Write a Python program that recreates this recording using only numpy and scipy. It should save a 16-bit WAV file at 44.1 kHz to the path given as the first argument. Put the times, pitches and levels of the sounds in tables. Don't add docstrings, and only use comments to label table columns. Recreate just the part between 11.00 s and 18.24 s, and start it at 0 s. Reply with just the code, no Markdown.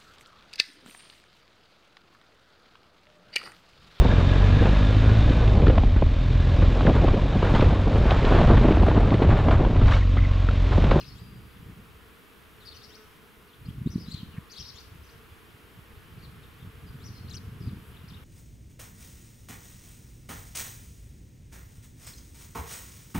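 import sys
import numpy as np
from scipy import signal
from scipy.fft import rfft, irfft, next_fast_len
from scipy.io import wavfile

SR = 44100
rng = np.random.default_rng(int(sys.argv[2]) if len(sys.argv) > 2 else 0)


def waveform_to_disk(signal):
    frames = np.transpose(np.atleast_2d(signal))
    scaled = np.clip(frames, -1, 1) * 32767
    samples = np.round(scaled).astype(np.int16)
    wavfile.write(sys.argv[1], SR, samples)


N = 319284
TIME = np.arange(N) / SR


def amp(db):
    return 10 ** (np.asarray(db) / 20)


def unit(x):
    return x / np.sqrt(np.mean(x ** 2) + 1e-20)


def at_hz(points, hz):
    point_hz, value = np.transpose(points)
    return np.interp(np.log(hz + 1), np.log(point_hz + 1), value)


def over_time(rows):
    return np.interp(TIME, *np.transpose(rows))


def add(mix, s, sound):
    part = mix[max(round(s * SR), 0):][:len(sound)]
    part += sound[:len(part)]


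def drift(rate_hz):
    points = rng.standard_normal(2048)
    hz = np.fft.rfftfreq(2048, TIME[-1] / 2047)
    slow = unit(irfft(rfft(points) / (1 + (hz / rate_hz) ** 4)))
    return np.interp(TIME, np.linspace(0, TIME[-1], len(slow)), slow)


def noise(spectrum, likeness):
    size = next_fast_len(N, True)
    hz = np.fft.rfftfreq(size, 1 / SR)
    common, apart = rfft(rng.standard_normal((2, size))) * amp(at_hz(spectrum, hz))
    same = np.clip(at_hz(likeness, hz), 0, 1)
    mid = common * np.sqrt(1 + same)
    side = apart * np.sqrt(1 - same)
    return unit(irfft([mid + side, mid - side], size)[:, :N])


# time in seconds, level in dB.
SWARM_LEVEL = [(0, -69.5), (1, -63.5), (2.5, -65.5), (3.6, -66.5), (4.3, -69.5), (5.5, -64.5), (6.5, -63),
               (7.24, -71)]


def bees(count=12, wing_hz=224, spread=.07, wander=.022, come_and_go_db=4):
    swarm = np.zeros((2, N))
    for rank in np.linspace(-1, 1, count):
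        buzz = wings(wing_hz * (1 + spread * rank + wander * drift(rate_hz=2.5)))
        place = np.pi / 4 + 0.17 * (rng.random() - .5)
        pan = [np.cos(place), np.sin(place)]
        swarm += np.outer(pan, buzz * amp(come_and_go_db * drift(rate_hz=2.9)))
    return amp(over_time(SWARM_LEVEL)) * unit(swarm)


# time when closest in seconds, average wingbeat rate when closest in Hz, level when closest in dB.
NEAR_BEE_PASSES = [(.9, 220, -75), (2.0, 215.3, -57.5), (4.15, 229.7, -62), (4.97, 214, -63),
                   (6.3, 214, -90), (6.85, 234, -63.5)]


def near_bee(pass_s=0.045, doppler=.006, wander=0.00833):
    out = np.zeros(N)
    for s, wing_hz, db in NEAR_BEE_PASSES:
        along = (TIME - s) / pass_s
        distance = np.hypot(1, along)
        hz = wing_hz * (1 - doppler * along / distance + wander * drift(rate_hz=2.85))
        out += amp(db) / distance * wings(hz)
    return out


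WINGBEAT_PARTIALS = [-7.5, 3, -10.5, -15, -21, -3.5, -3.5, -9]


def wings(hz):
    unsteady_hz = hz * (1 + 0.00532 * drift(rate_hz=31.2))
    phase = (2 * np.pi * (np.cumsum(unsteady_hz) / SR % 1)).astype(np.float32)
    buzz = 0
    for k, db in enumerate(WINGBEAT_PARTIALS):
        buzz = buzz + float(amp(db)) * np.sin((k + 1) * phase)
    return unit(buzz)


def bird(left_db=3.5, echo_left_db=2.0, echo_db=-7.5):
    song = chirps()
    late_song = np.pad(song, (1, 0))[:N]
    direct = amp([[left_db], [-left_db]]) * np.array([late_song, song])
    echo = garden(song * amp(echo_db + facing_db(TIME)))
    return direct + amp([[echo_left_db], [-echo_left_db]]) * echo


# start in seconds, length in seconds, pitch at the start, middle and end in Hz,
# level halfway through in dB, octave level relative to the main tone in dB.
SONG_NOTES = [(0, 0.017, 6350, 5200, 3960, -52.5, -34), (0, 0.037, 3440, 2900, 2590, -58.5, -15),
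              (.032, 0.022, 3000, 3650, 4900, -59, -23), (0.052, 0.045, 5050, 5370, 4780, -58, -25),
              (0.071, .012, 3500, 4300, 4700, -61, -25), (0.097, 0.048, 4500, 4400, 4500, -62, -25),
              (0.142, 0.055, 2870, 3430, 4100, -65.5, -6), (0.512, 0.012, 5000, 4200, 3500, -68, -15),
              (0.535, 0.044, 3080, 3670, 2980, -70, -24), (1.6, 0.048, 4080, 3840, 3320, -63, -16),
              (1.65, 0.017, 4040, 5000, 4800, -57, -11), (1.669, 0.025, 4640, 4490, 4400, -47, -26),
              (1.68, 0.007, 4400, 3950, 3500, -57, -25), (1.711, .024, 3580, 4200, 4830, -61, -27),
              (1.717, 0.019, 4190, 3710, 3200, -57, -27), (1.737, 0.029, 5490, 5640, 5960, -60.5, -20),
              (1.739, .022, 3240, 2960, 2680, -60, -22), (1.767, 0.0097, 4950, 4650, 4100, -51, -25),
              (1.815, 0.042, 3400, 4500, 4570, -56.5, -27), (1.83, 0.023, 5590, 5510, 5400, -54.5, -27),
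              (1.852, 0.0081, 5400, 4940, 3900, -58, -23), (1.894, .064, 2820, 3584, 5000, -60.5, -16),
              (1.892, 0.017, 5500, 5750, 6000, -63, -25), (1.953, 0.0069, 4940, 5660, 6040, -56.5, -25),
              (2.476, .016, 4300, 4840, 5570, -72, -20), (2.492, .024, 4740, 3900, 3550, -68, -20),
              (2.526, 0.023, 2970, 3400, 4160, -69, -20), (2.651, 0.017, 4100, 4520, 5070, -62.5, -25),
              (2.67, .04, 2390, 3260, 3080, -62.5, -23), (2.702, .012, 3900, 4780, 5900, -70, -25),
              (2.861, 0.035, 3530, 3980, 4940, -62.5, -12), (2.9, 0.03, 5400, 5800, 5670, -59.5, -25),
              (2.926, 0.025, 6200, 5480, 4100, -61, -25), (2.971, 0.025, 3800, 4400, 5250, -60.5, -25),
              (2.993, 0.063, 5020, 5180, 4420, -58, -25), (3.057, 0.042, 3820, 3970, 4400, -56, -25),
              (3.081, 0.043, 3090, 3450, 4000, -63, -1.5), (3.105, 0.023, 3765, 4140, 4470, -51.5, -18),
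              (3.126, 0.028, 4600, 4400, 3760, -48.5, -22), (3.133, .013, 4090, 3600, 3040, -58, -4.5),
              (3.158, 0.024, 3290, 3970, 3620, -52, -29), (3.179, 0.035, 3560, 3230, 3200, -58, -22),
              (3.309, .047, 3640, 2960, 2700, -65, -25), (3.497, 0.029, 4360, 5380, 6840, -55, -27),
              (3.52, 0.024, 4980, 4350, 3750, -54.5, -25), (3.543, .046, 2920, 4250, 5480, -54, -16),
              (3.56, 0.031, 3910, 4000, 5040, -58, -19), (3.574, .022, 3230, 3700, 4870, -52.5, -25),
              (3.589, .032, 5390, 5680, 5330, -48, -30), (3.596, 0.017, 3710, 3084, 3250, -55.5, -25),
              (3.619, 0.011, 5420, 4720, 3600, -49.5, -30), (3.643, 0.059, 3545, 5150, 5430, -54, -29),
              (3.675, 0.023, 3550, 4400, 4700, -55, -25), (3.689, 0.019, 5200, 4750, 3730, -52.5, -33),
              (3.739, 0.031, 3120, 3390, 3440, -62, -2.5), (3.764, .036, 3520, 4150, 5300, -55, -24),
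              (3.798, 0.019, 7030, 6050, 5170, -63, -23), (4.032, 0.025, 4470, 5860, 6470, -71, -25),
              (4.066, .014, 5640, 5500, 5240, -66, -25), (4.088, 0.027, 4140, 5000, 6600, -66, -25),
              (4.106, .03, 5770, 5950, 6200, -74, -25), (4.291, 0.056, 3280, 3480, 3360, -74, -25),
              (5.186, 0.034, 4830, 4300, 4300, -69, -25), (5.222, 0.04, 4530, 4350, 3800, -62.5, -24),
              (5.43, 0.019, 4440, 3700, 3520, -62, -20), (5.592, 0.044, 3240, 3710, 3030, -67, -27),
              (5.863, 0.04, 4950, 4750, 4730, -66.5, -25), (5.992, 0.047, 3360, 3730, 4640, -67, -8),
              (6.037, 0.032, 5000, 5830, 5800, -59, -25), (6.069, .024, 5670, 5200, 4160, -58, -25),
              (6.127, 0.067, 3980, 5100, 4900, -65.5, -25), (6.155, 0.034, 4230, 4200, 4280, -62, -27),
              (6.194, 0.08, 4700, 4400, 4100, -71, -25), (6.275, 0.027, 4150, 4370, 5000, -59, -22),
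              (6.295, 0.011, 2660, 3020, 3700, -62, 7.5), (6.308, 0.013, 3770, 4220, 3800, -47.5, -20),
              (6.321, 0.018, 3530, 3660, 4000, -58, -4), (6.333, 0.012, 6400, 5200, 4200, -51.5, -23),
              (6.342, 0.019, 2640, 3120, 3250, -56, 7), (6.364, .012, 5900, 5120, 4530, -49.5, -17),
              (6.377, 0.0073, 5240, 4740, 4260, -50.5, -25), (6.603, 0.046, 5700, 4970, 4640, -64.5, -25),
              (6.663, 0.036, 4990, 4650, 3300, -63, -29), (6.935, .022, 3510, 3210, 2900, -63.5, -23),
              (6.957, .014, 2680, 3100, 3600, -61, -25), (6.96, .022, 3870, 3750, 3100, -64, -21),
              (7.079, 0.013, 4100, 4900, 5940, -61.5, -25), (7.095, 0.02, 5470, 3950, 3550, -58.5, -27),
              (7.125, .025, 3070, 3490, 3970, -60.5, -29), (7.15, .03, 3700, 3100, 2750, -68, -27)]
# middle pitch of the note in Hz, level relative to the first side in dB.
SECOND_SIDE = [(3000, -5), (4500, -12), (5700, -3.5)]


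def chirps(quaver=0.017, quaver_hz=190, flutter_db=2.13, rasp_db=-10, swell_db=3.5):
    song = np.zeros(N)
    for second in (False, True):
        bend, flutter = drift(rate_hz=quaver_hz), drift(rate_hz=56)
        rasp = unit(signal.lfilter(*signal.butter(2, 650, fs=SR), rng.standard_normal(N)))
        for s, length, start, middle, end, db, octave_db in SONG_NOTES:
            u = np.linspace(0, 1, max(int(length * SR), 64))
            at = np.clip(int(s * SR) + np.arange(len(u)), 0, N - 1)
            curve = np.polyfit([0, .5, 1], [start, middle, end], 2)
            hz = np.polyval(curve, u) * (1 + quaver * bend[at])
            if second:
                slope = np.linspace(*rng.uniform(-1.01, 1, 2), len(u))
                hz = hz * (.9 + 0.0283 * slope)
            side_db = second * at_hz(SECOND_SIDE, middle)
            level_db = db + side_db + swell_db * (u - .5) + flutter_db * flutter[at]
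            pressure = amp(level_db) * (1 + amp(rasp_db) * rasp[at])
            add(song, s, branches(pressure * voice(hz, octave_db), facing_db(s)))
    return song


def voice(hz, octave_db, third_db=-15, edge=0.15):
    phase = 2 * np.pi * np.cumsum(hz) / SR
    overtones = amp(octave_db) * (np.sin(2 * phase) + amp(third_db) * np.sin(3 * phase))
    fade = signal.windows.tukey(len(hz), edge)
    return np.sqrt(2) * (np.sin(phase) + overtones) * fade


def branches(note, turn_db, count=24, reach_s=0.041, near_db=-9):
    taps = np.zeros(SR // 8)
    late, sign = rng.random(count), rng.choice([-1, 1], count)
    when = ((.001 + late * reach_s) * SR).astype(int)
    taps[when] = sign * np.exp(-2 * late)
    echoes = signal.fftconvolve(note, taps / np.linalg.norm(taps))
    return np.pad(note, (0, len(taps) - 1)) + amp(near_db + turn_db) * echoes


def facing_db(s, facing_at_s=6.345, facing_for_s=0.06, drop_db=-12.5):
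    return drop_db * np.exp(-((s - facing_at_s) / facing_for_s) ** 2)


# frequency in Hz, time to fall by 60 dB in seconds.
GARDEN_ECHO = [(2000, 0.52), (4500, 0.52), (6000, 0.62), (9000, 0.068)]


def garden(x, count=3, turn_hz=3):
    t, out = np.arange(SR) / SR, np.zeros((2, N))
    for k in range(count):
        taps = rng.standard_normal((2, SR)) * (1 - np.exp(-t / 0.0034))
        hz, when, z = signal.stft(taps, SR, nperseg=256)
        decay = amp(-60 * when / at_hz(GARDEN_ECHO, hz)[:, None])
        tail = signal.istft(z * decay, SR, nperseg=256)[1]
        share = np.sqrt(2 / count) * np.cos(np.pi * (turn_hz * TIME + k / count))
        out += signal.fftconvolve((x * share)[None], tail / np.linalg.norm(tail[0]), axes=1)[:, :N]
    return out


# frequency in Hz, starting level before panning in dB, time to fall by 60 dB in seconds.
PING_MODES = [(2632, -69, 1.5), (3887, -73, 1.0), (4753, -61.5, 1.3), (4764, -75, 1.2)]


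def ping(at_s=.187, attack_s=0.0049, left_db=4.0):
    t, out = np.arange(SR) / SR, np.zeros(N)
    ring = np.zeros(SR)
    for hz, db, t60 in PING_MODES:
        ring += amp(db - 60 * t / t60) * np.sin(2 * np.pi * hz * t)
    add(out, at_s, ring * (1 - np.exp(-t / attack_s)))
    return amp([[left_db], [-left_db]]) * out


# loudest moment in seconds, half length in seconds, centre frequency in Hz,
# width in octaves, level in dB.
TWIG_BRUSHES = [(2.69, 0.01, 11000, 0.42, -64), (3.376, 0.0094, 1890, 0.26, -53.5),
                (3.41, 0.086, 1120, 0.19, -61), (6.888, 0.076, 11100, 0.47, -66)]


def twigs():
    out, hz = np.zeros(N), np.fft.rfftfreq(SR, 1 / SR)
    t = np.arange(SR) / SR - .5
    for s, half, centre_hz, octaves, db in TWIG_BRUSHES:
        band = np.exp(-.5 * (np.log2((hz + 1) / centre_hz) / octaves) ** 2)
        rustle = unit(irfft(rfft(rng.standard_normal(SR)) * band))
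        add(out, s + t[0], amp(db) * rustle * np.exp(-(t / half) ** 2))
    return out


# middle in seconds, peak level in dB, pitch in Hz.
EDDY_HITS = [(2.689, -24, 142), (2.818, -25, 144), (2.864, -16, 167), (2.873, -17.5, 218),
             (2.96, -14.5, 187), (2.982, -29, 265), (3.086, -26.5, 173), (3.148, -27, 138),
             (3.234, -26.5, 162), (3.385, -23.5, 140), (3.923, -37, 80.6), (3.958, -40, 120),
             (4.026, -40.5, 76), (4.16, -41.5, 115), (4.548, -43, 107), (4.792, -39, 111),
             (5.181, -35.5, 132), (5.676, -30.5, 110), (5.903, -32, 76), (6.106, -36, 113),
             (6.383, -36, 112), (6.673, -24.5, 95), (6.734, -26.5, 162)]


def eddies(half_cycles=0.53):
    out = np.zeros(N)
    t = np.arange(-2048, 2048) / SR
    for s, db, hz in EDDY_HITS:
        swing = np.sin(2 * np.pi * (hz * t + rng.random()))
        add(out, s + t[0], amp(db) * swing / np.cosh(1.65 * t * hz / half_cycles))
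    return out


# frequency in Hz, relative level in dB per Hz.
LIGHT_AIR_COLOUR = [(10, -7), (30, -6), (65, 8.5), (110, 2), (170, -10.5), (250, -20), (400, -39),
                    (900, -73)]
GUST_COLOUR = [(10, -26), (30, -28), (65, -3.5), (120, 2.5), (190, -3.5), (270, -12.5), (400, -22),
               (900, -56.5)]
# time in seconds, level in dB.
BREEZE_DYING = [(0.0, -40), (0.07, -47), (0.45, -43), (0.49, -56.5), (0.7, -41), (1.18, -69), (1.7, -58.5),
                (1.71, -56.5), (2.55, -79)]
BREEZE_GUST = [(2.58, -61), (2.626, -46), (2.972, -38.5), (3.002, -40), (3.404, -48.5), (3.5, -58)]
BREEZE_RISING = [(3.55, -86), (3.59, -50), (3.9, -58), (3.91, -54.5), (4.72, -66.5), (4.79, -43),
                 (4.82, -57.5), (5.35, -45.5), (5.5, -53.5), (5.69, -46), (5.72, -54.5), (5.86, -43.5),
                 (6.49, -43), (6.74, -37.5), (6.87, -48.5), (7.12, -44.5), (7.24, -49)]


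def wind(still_air_db=-62, lumps_db=3.5, calm_db=-56, gusty_db=-39):
    breeze = amp(over_time([*BREEZE_DYING, *BREEZE_GUST, *BREEZE_RISING]))
    level_db = 20 * np.log10(np.hypot(breeze, amp(still_air_db)))
    speed = np.clip((level_db - calm_db) / (gusty_db - calm_db), 0, 1)
    likeness = [(25, 0.39), (100, 1.0), (400, 0.88)]  # Hz, likeness of the two channels from 0 to 1
    light = np.sqrt(1 - speed) * noise(LIGHT_AIR_COLOUR, likeness)
    strong = np.sqrt(speed) * noise(GUST_COLOUR, likeness)
    lumps = unit(amp(lumps_db * drift(rate_hz=40)))
    return amp(level_db) * lumps * (light + strong)


# frequency in Hz, relative level in dB per Hz.
HUSH_COLOUR = [(88, -9.5), (150, -4), (189, -4), (253, -6), (359, -7), (388, -8), (428, -5.5), (561, -16),
               (812, -15.5), (1130, -9), (1700, -13), (3100, -15), (4200, -23), (6350, -30), (15500, -31)]
HISS_COLOUR = [(1000, -6), (7000, -11.5), (11500, 1.5), (15500, -2)]
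# frequency in Hz, likeness (coherence) from 0 to 1.
HUSH_LIKENESS = [(60, 0.55), (130, 0.04), (290, 0.56), (640, 0.74), (1410, 0.4), (3100, 0.44), (6820, 1),
                 (15000, 0.4)]
# time in seconds, change of level in dB.
HUSH_SLOW_SWELL = [(0, -1), (2.1, -.5), (2.5, -2.5), (3.2, -1), (4.0, -0.5), (7.24, -0.8)]


def hush(air_db=-54.16, hiss_db=-65):
    air = amp(air_db + over_time(HUSH_SLOW_SWELL)) * noise(HUSH_COLOUR, HUSH_LIKENESS)
    return air + amp(hiss_db) * noise(HISS_COLOUR, HUSH_LIKENESS)


def scene():
    return bees() + near_bee() + bird() + ping() + twigs() + eddies() + wind() + hush()


def record(dry, edge_hz=15750):
    low_pass = signal.firwin(511, edge_hz, window=("kaiser", 9), fs=SR)
    return signal.oaconvolve(dry, low_pass[None], "same")


dry = scene()
out = record(dry)
waveform_to_disk(out)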